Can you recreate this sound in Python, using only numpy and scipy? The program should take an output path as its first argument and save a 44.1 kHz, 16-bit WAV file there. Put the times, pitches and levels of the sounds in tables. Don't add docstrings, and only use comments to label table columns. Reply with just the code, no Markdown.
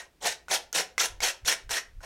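import sys
import numpy as np
from scipy import signal
from scipy.fft import rfft, irfft, next_fast_len
from scipy.io import wavfile
from scipy.ndimage import uniform_filter1d, map_coordinates

SR = 44100
rng = np.random.default_rng(int(sys.argv[2]) if len(sys.argv) > 2 else 0)


def unload_audio(sound):
    columns = np.transpose(np.atleast_2d(sound))
    steps = np.round(np.clip(columns, -1, 1) * 32767)
    wavfile.write(sys.argv[1], SR, steps.astype(np.int16))


def gain_from_decibels(decibels):
    exponent = np.asarray(decibels, float) / 20
    return 10 ** exponent


N = 90404

# t/s, level/dB
EARLY_STROKES = [
    [(0, -43), (.012, -49), (.03, -56), (.07, -70)],
    [(.205, -66), (.226, -40), (.243, -35), (.26, -25.5), (.284, -30), (.312, -39), (.326, -36), (.34, -52)],
    [(.4835, -50), (.496, -46), (.501, -36), (.508, -35), (.512, -25), (.545, -24), (.558, -30), (.58, -42)],
    [(.728, -40), (.742, -38), (.75, -27), (.764, -25), (.79, -26), (.80, -30), (.816, -32), (.83, -44)],
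    [(.98, -34), (.99, -31), (1.0, -25), (1.02, -26), (1.028, -30), (1.042, -27), (1.06, -31), (1.07, -40)],
]
# t/s, level/dB
LATE_STROKES = [
    [(1.204, -43), (1.214, -43), (1.224, -32), (1.234, -26), (1.258, -25.5), (1.27, -30.5), (1.287, -27),
     (1.297, -33), (1.315, -42)],
    [(1.448, -49.5), (1.462, -32), (1.484, -22), (1.5, -23.5), (1.512, -28), (1.525, -26), (1.535, -30.5),
     (1.55, -41)],
    [(1.693, -46.5), (1.702, -42), (1.712, -29.5), (1.722, -31), (1.728, -34.5), (1.737, -30.5),
     (1.785, -32), (1.805, -53)],
    [(2.007, -66), (2.026, -62), (2.033, -51), (2.05, -49.5)],
]
# board at touch level/dB, board at lift level/dB,
# low blade modes at touch level/dB, low blade modes at lift level/dB
BLADE_ANGLES = [(-4, 8.5, 3.5, 6.5), (-0.5, -14.5, -14, 1.5), (-3.5, -12.5, -13, -6), (-8.5, -7, -16, -1.5),
                (-17.5, -6.5, -11, -13.5), (-9.5, -11.5, -11.5, -2.5), (-15, -9, -18.5, 4.5),
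                (-5.5, -12.5, -13, 7), (3, 4.5, -2.5, 3.5)]
# f/Hz, density/dB
RASP_COLOUR = [(530, -16), (900, -11.5), (1120, -22.5), (1340, -7.5), (4250, -6), (4920, -11), (5350, -3),
               (11600, -17.5), (16000, -31)]
# f/Hz, width/Hz, level/dB
LOW_BLADE_MODES = [(1260, 150, -6.5), (1490, 110, 3.5), (1844, 108, 9), (2310, 186, 1), (2780, 350, 0),
                   (3290, 130, -8.5)]
# f/Hz, width/Hz, level/dB
HIGH_BLADE_MODES = [(4360, 230, -4.5), (5420, 250, -1), (5820, 400, -0.5), (6470, 260, 0.5),
                    (7350, 270, -9.5)]
# f/Hz, width/Hz, level/dB
BOARD_MODES = [(171.3, 9.7, -5), (272, 87, -16.5), (490, 118, -4), (738, 147, -1.5), (850, 200, -2.5),
               (1032, 188, -5.5)]
# f/Hz, width/Hz, level/dB
TABLE_MODE = [(376.6, 18, 0)]
# f/Hz, density/dB
ROOM_TONE = [(60, -20), (110, 8), (220, 7), (450, 5), (800, -4), (2000, -4), (6000, -10), (16000, -17)]
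# f/Hz, density/dB
RUMBLE_COLOUR = [(20, -7), (50, -1.5), (75, -7), (110, -35.5), (200, -79.5)]
# f/Hz, T60/s
STUDIO_DECAY = [(200, 0.42), (1500, 0.27), (5000, 0.23), (14000, 0.17)]
# t/s, peak level/dB, f/Hz
EDGE_CATCHES = [(0.258, -15, 816), (0.272, -13, 724), (0.509, -14, 2090), (0.515, -14, 807),
                (0.525, -14, 756), (0.54, -14, 5220), (0.564, -19, 834), (0.747, -15, 3870),
                (0.759, -13, 2620), (0.796, -16, 554), (0.806, -16, 721), (1.037, -14, 5630),
                (1.248, -15, 4150), (1.256, -14, 4230), (1.284, -17, 2450), (1.483, -10, 3130),
                (1.497, -10, 5250), (1.525, -15, 1470), (1.711, -17, 6000), (1.744, -18, 1810)]
# t/s, peak level/dB, f/Hz, bright snap over the peak level/dB
TOUCH_DOWNS = [
    (0.4834, -24.5, 1460, -18),
    (0.7284, -24.5, 1440, 7.5),
    (0.98, -7, 2040, -12),
    (1.2047, -17, 2190, -6),
    (1.4486, -28.5, 2140, -9),
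    (1.693, -24.5, 1580, -5.5),
    (2.0057, -35.5, 1490, -17),
]
# f/Hz, density/dB
DULL_CRACK = [(250, -33), (600, -2.5), (1500, 5.5), (2500, -10), (4000, -36), (16000, -33.5)]
# f/Hz, density/dB
BRIGHT_SNAP = [(2500, -44), (4500, -8), (5900, 8.5), (8000, -10.5), (16000, -17.5)]
# t/s, level/dB, length/s
ARM_PUFFS = [
    (1.112, -49.5, 0.038),
    (1.135, -54, 0.079),
    (1.218, -48.5, 0.083),
    (1.447, -40.5, 0.031),
    (1.645, -50, 0.048),
    (1.698, -43.5, 0.05),
    (1.903, -49.5, 0.032),
    (1.99, -44.5, 0.065),
    (2.034, -58.5, 0.054),
]
# f/Hz, density/dB
PUFF_COLOUR = [(15, -9.5), (35, -0.5), (70, -11.5), (120, -17.5), (250, -76.5)]

LIFT_T60_S, CATCH_CYCLES, TICK_T60_S = 0.017, 3.6, 0.019
SLIPS_PER_S, SLIP_SPREAD_DB, CLUMP_DB, PATCH_DB = 20000, 1.5, 1.5, 4.2
LOW_BLADE_DB, BOARD_DB, SING_DB, TABLE_DB = -2.5, -2, -12.5, -24.5
STUDIO_DB, WALL_DB, AIR_DB, RUMBLE_DB = -9.5, -17.5, -68, -67


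def unit(x):
    return x / np.sqrt(np.mean(x ** 2) + 1e-20)


def along(points, hz):
    f, value = np.transpose(points)
    return np.interp(np.log(hz + 1), np.log(f + 1), value)


def wobble(rate):
    knots = rng.standard_normal(int(N * rate / SR) + 4)
    return map_coordinates(knots, [np.arange(N) * rate / SR])


def filtered(x, response):
    size = next_fast_len(N + SR // 2)
    return irfft(rfft(x, size) * response(np.fft.rfftfreq(size, 1 / SR)), size)[:N]


def low_cut(x, cut_hz):
    return filtered(x, lambda hz: 1 / (1 + (cut_hz / (hz + 1)) ** 4))


def coloured(x, spectrum):
    return unit(filtered(x, lambda hz: gain_from_decibels(along(spectrum, hz))))


def noise(spectrum):
    return coloured(rng.standard_normal(N), spectrum)


def ringing(x, modes):
    def response(f):
        total = 0
        for k, (centre, width, db) in enumerate(modes):
            band = 1j * f * width
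            total = total + (-1) ** k * gain_from_decibels(db) * band / (centre * centre - f * f + band)
        return total
    return unit(filtered(x, response))


def patchy(x, depth_db):
    z = signal.stft(x, nperseg=128)[2]
    field = uniform_filter1d(rng.standard_normal(z.shape), size=2, axis=0)
    field = uniform_filter1d(field, size=4, axis=1)
    return unit(signal.istft(z * gain_from_decibels(depth_db * unit(field)), nperseg=128)[1][:N])


def add(out, s, x):
    part = out[round(s * SR):][:len(x)]
    part += x[:len(part)]


def slips():
    hit = rng.random(N) < SLIPS_PER_S / SR
    return unit(hit * rng.standard_normal(N) * gain_from_decibels(SLIP_SPREAD_DB * rng.standard_normal(N)))


def stroke_pressures():
    t = np.arange(N) / SR
    edge, low, board = np.zeros(N), np.zeros(N), np.zeros(N)
    for rows, angle in zip(list(EARLY_STROKES) + list(LATE_STROKES), BLADE_ANGLES):
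        board_touch_db, board_lift_db, low_touch_db, low_lift_db = angle
        s, db = np.transpose(rows)
        lift_db = -60 * np.maximum(t - s[-1], 0) / LIFT_T60_S
        press = (t >= s[0]) * gain_from_decibels(np.interp(t, s, db) + lift_db)
        ends = s[[0, -1]]
        edge += press
        low += press * gain_from_decibels(np.interp(t, ends, [low_touch_db, low_lift_db]))
        board += press * gain_from_decibels(np.interp(t, ends, [board_touch_db, board_lift_db]))
    return edge, low, board


def blade_rasp(edge, low):
    clump = gain_from_decibels(CLUMP_DB * (wobble(69.9) + 0.23 * wobble(300)))
    rasp = edge * coloured(patchy(slips(), PATCH_DB), [(250, -71)] + list(RASP_COLOUR))
    bend = gain_from_decibels(LOW_BLADE_DB) * low * ringing(patchy(slips(), 1), LOW_BLADE_MODES)
    return clump * (rasp + bend)


def blade_sing(edge):
    return gain_from_decibels(SING_DB + 5.2 * wobble(110)) * edge * ringing(slips(), HIGH_BLADE_MODES)


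def board_thud(board):
    shaken = board * gain_from_decibels(1.66 * wobble(90)) * ringing(slips(), BOARD_MODES)
    return gain_from_decibels(BOARD_DB) * low_cut(shaken, 171)


def table_hum(edge):
    return gain_from_decibels(TABLE_DB) * edge * ringing(ringing(slips(), TABLE_MODE), TABLE_MODE)


def scrape():
    edge, low, board = stroke_pressures()
    return blade_rasp(edge, low) + blade_sing(edge) + board_thud(board) + table_hum(edge)


def room_air():
    rumble = gain_from_decibels(RUMBLE_DB + wobble(7.5)) * noise(RUMBLE_COLOUR)
    return gain_from_decibels(AIR_DB) * noise(ROOM_TONE) + rumble


def studio(x):
    out = np.zeros(N)
    for start in range(0, N, SR // 4):
        hz, t, z = signal.stft(rng.standard_normal(SR // 2), SR, nperseg=256)
        decay = gain_from_decibels(-60 * t / along(STUDIO_DECAY, hz)[:, None])
        tail = signal.istft(z * decay, SR, nperseg=256)[1]
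        tail = gain_from_decibels(STUDIO_DB) * tail / np.linalg.norm(tail)
        walls = rng.integers(60, 1100, size=7)
        tail[walls] += gain_from_decibels(WALL_DB) * rng.uniform(-0.28, 1, size=7)
        add(out, start / SR + .003, signal.fftconvolve(x[start:start + SR // 4], tail))
    return out


def edge_catches():
    out, t = np.zeros(N), np.arange(SR // 30) / SR
    for s, db, hz in EDGE_CATCHES:
        life = 0.012 + CATCH_CYCLES / hz
        swell = 1 - np.exp(-t / 0.0021)
        add(out, s, gain_from_decibels(db) * np.sin(2 * np.pi * hz * t) * gain_from_decibels(-60 * t / life) * swell)
    return low_cut(out, 330)


def touch_downs():
    out, t = np.zeros(N), np.arange(SR // 30) / SR
    grit, steel = noise(DULL_CRACK), noise(BRIGHT_SNAP)
    for s, db, hz, bright_db in TOUCH_DOWNS:
        start = round(s * SR)
        crack_decay = gain_from_decibels(-60 * t / 0.0075) + .2 * gain_from_decibels(-60 * t / .05)
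        crack = 0.53 * np.resize(grit[start:], len(t)) * crack_decay
        snap = gain_from_decibels(bright_db + 4) * np.resize(steel[start:], len(t)) * gain_from_decibels(-60 * t / .01)
        ring = 0.86 * np.sin(2 * np.pi * hz * t) * gain_from_decibels(-60 * t / (TICK_T60_S + 30 / hz))
        add(out, s, gain_from_decibels(db - 9) * (crack + snap + ring))
    return low_cut(out, 330)


def arm_puffs():
    t = np.arange(N) / SR
    gusts = np.zeros(N)
    for s, db, length in ARM_PUFFS:
        gusts += gain_from_decibels(db) * np.exp(-((t - s) / length) ** 2 * 2)
    return gusts * noise(PUFF_COLOUR)


def scene():
    knife = scrape() + edge_catches() + touch_downs()
    mono = knife + room_air() + studio(knife) + arm_puffs()
    return np.array([mono, mono])


def roll_off(x):
    return signal.sosfilt(signal.butter(12, 16500, fs=SR, output="sos"), x)


def record(dry):
    mono = filtered(dry[0], lambda hz: (hz < 16450) * gain_from_decibels(-18 * (hz > 15850)))
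    return roll_off(np.array([mono, mono]))


dry = scene()
out = record(dry)
unload_audio(out)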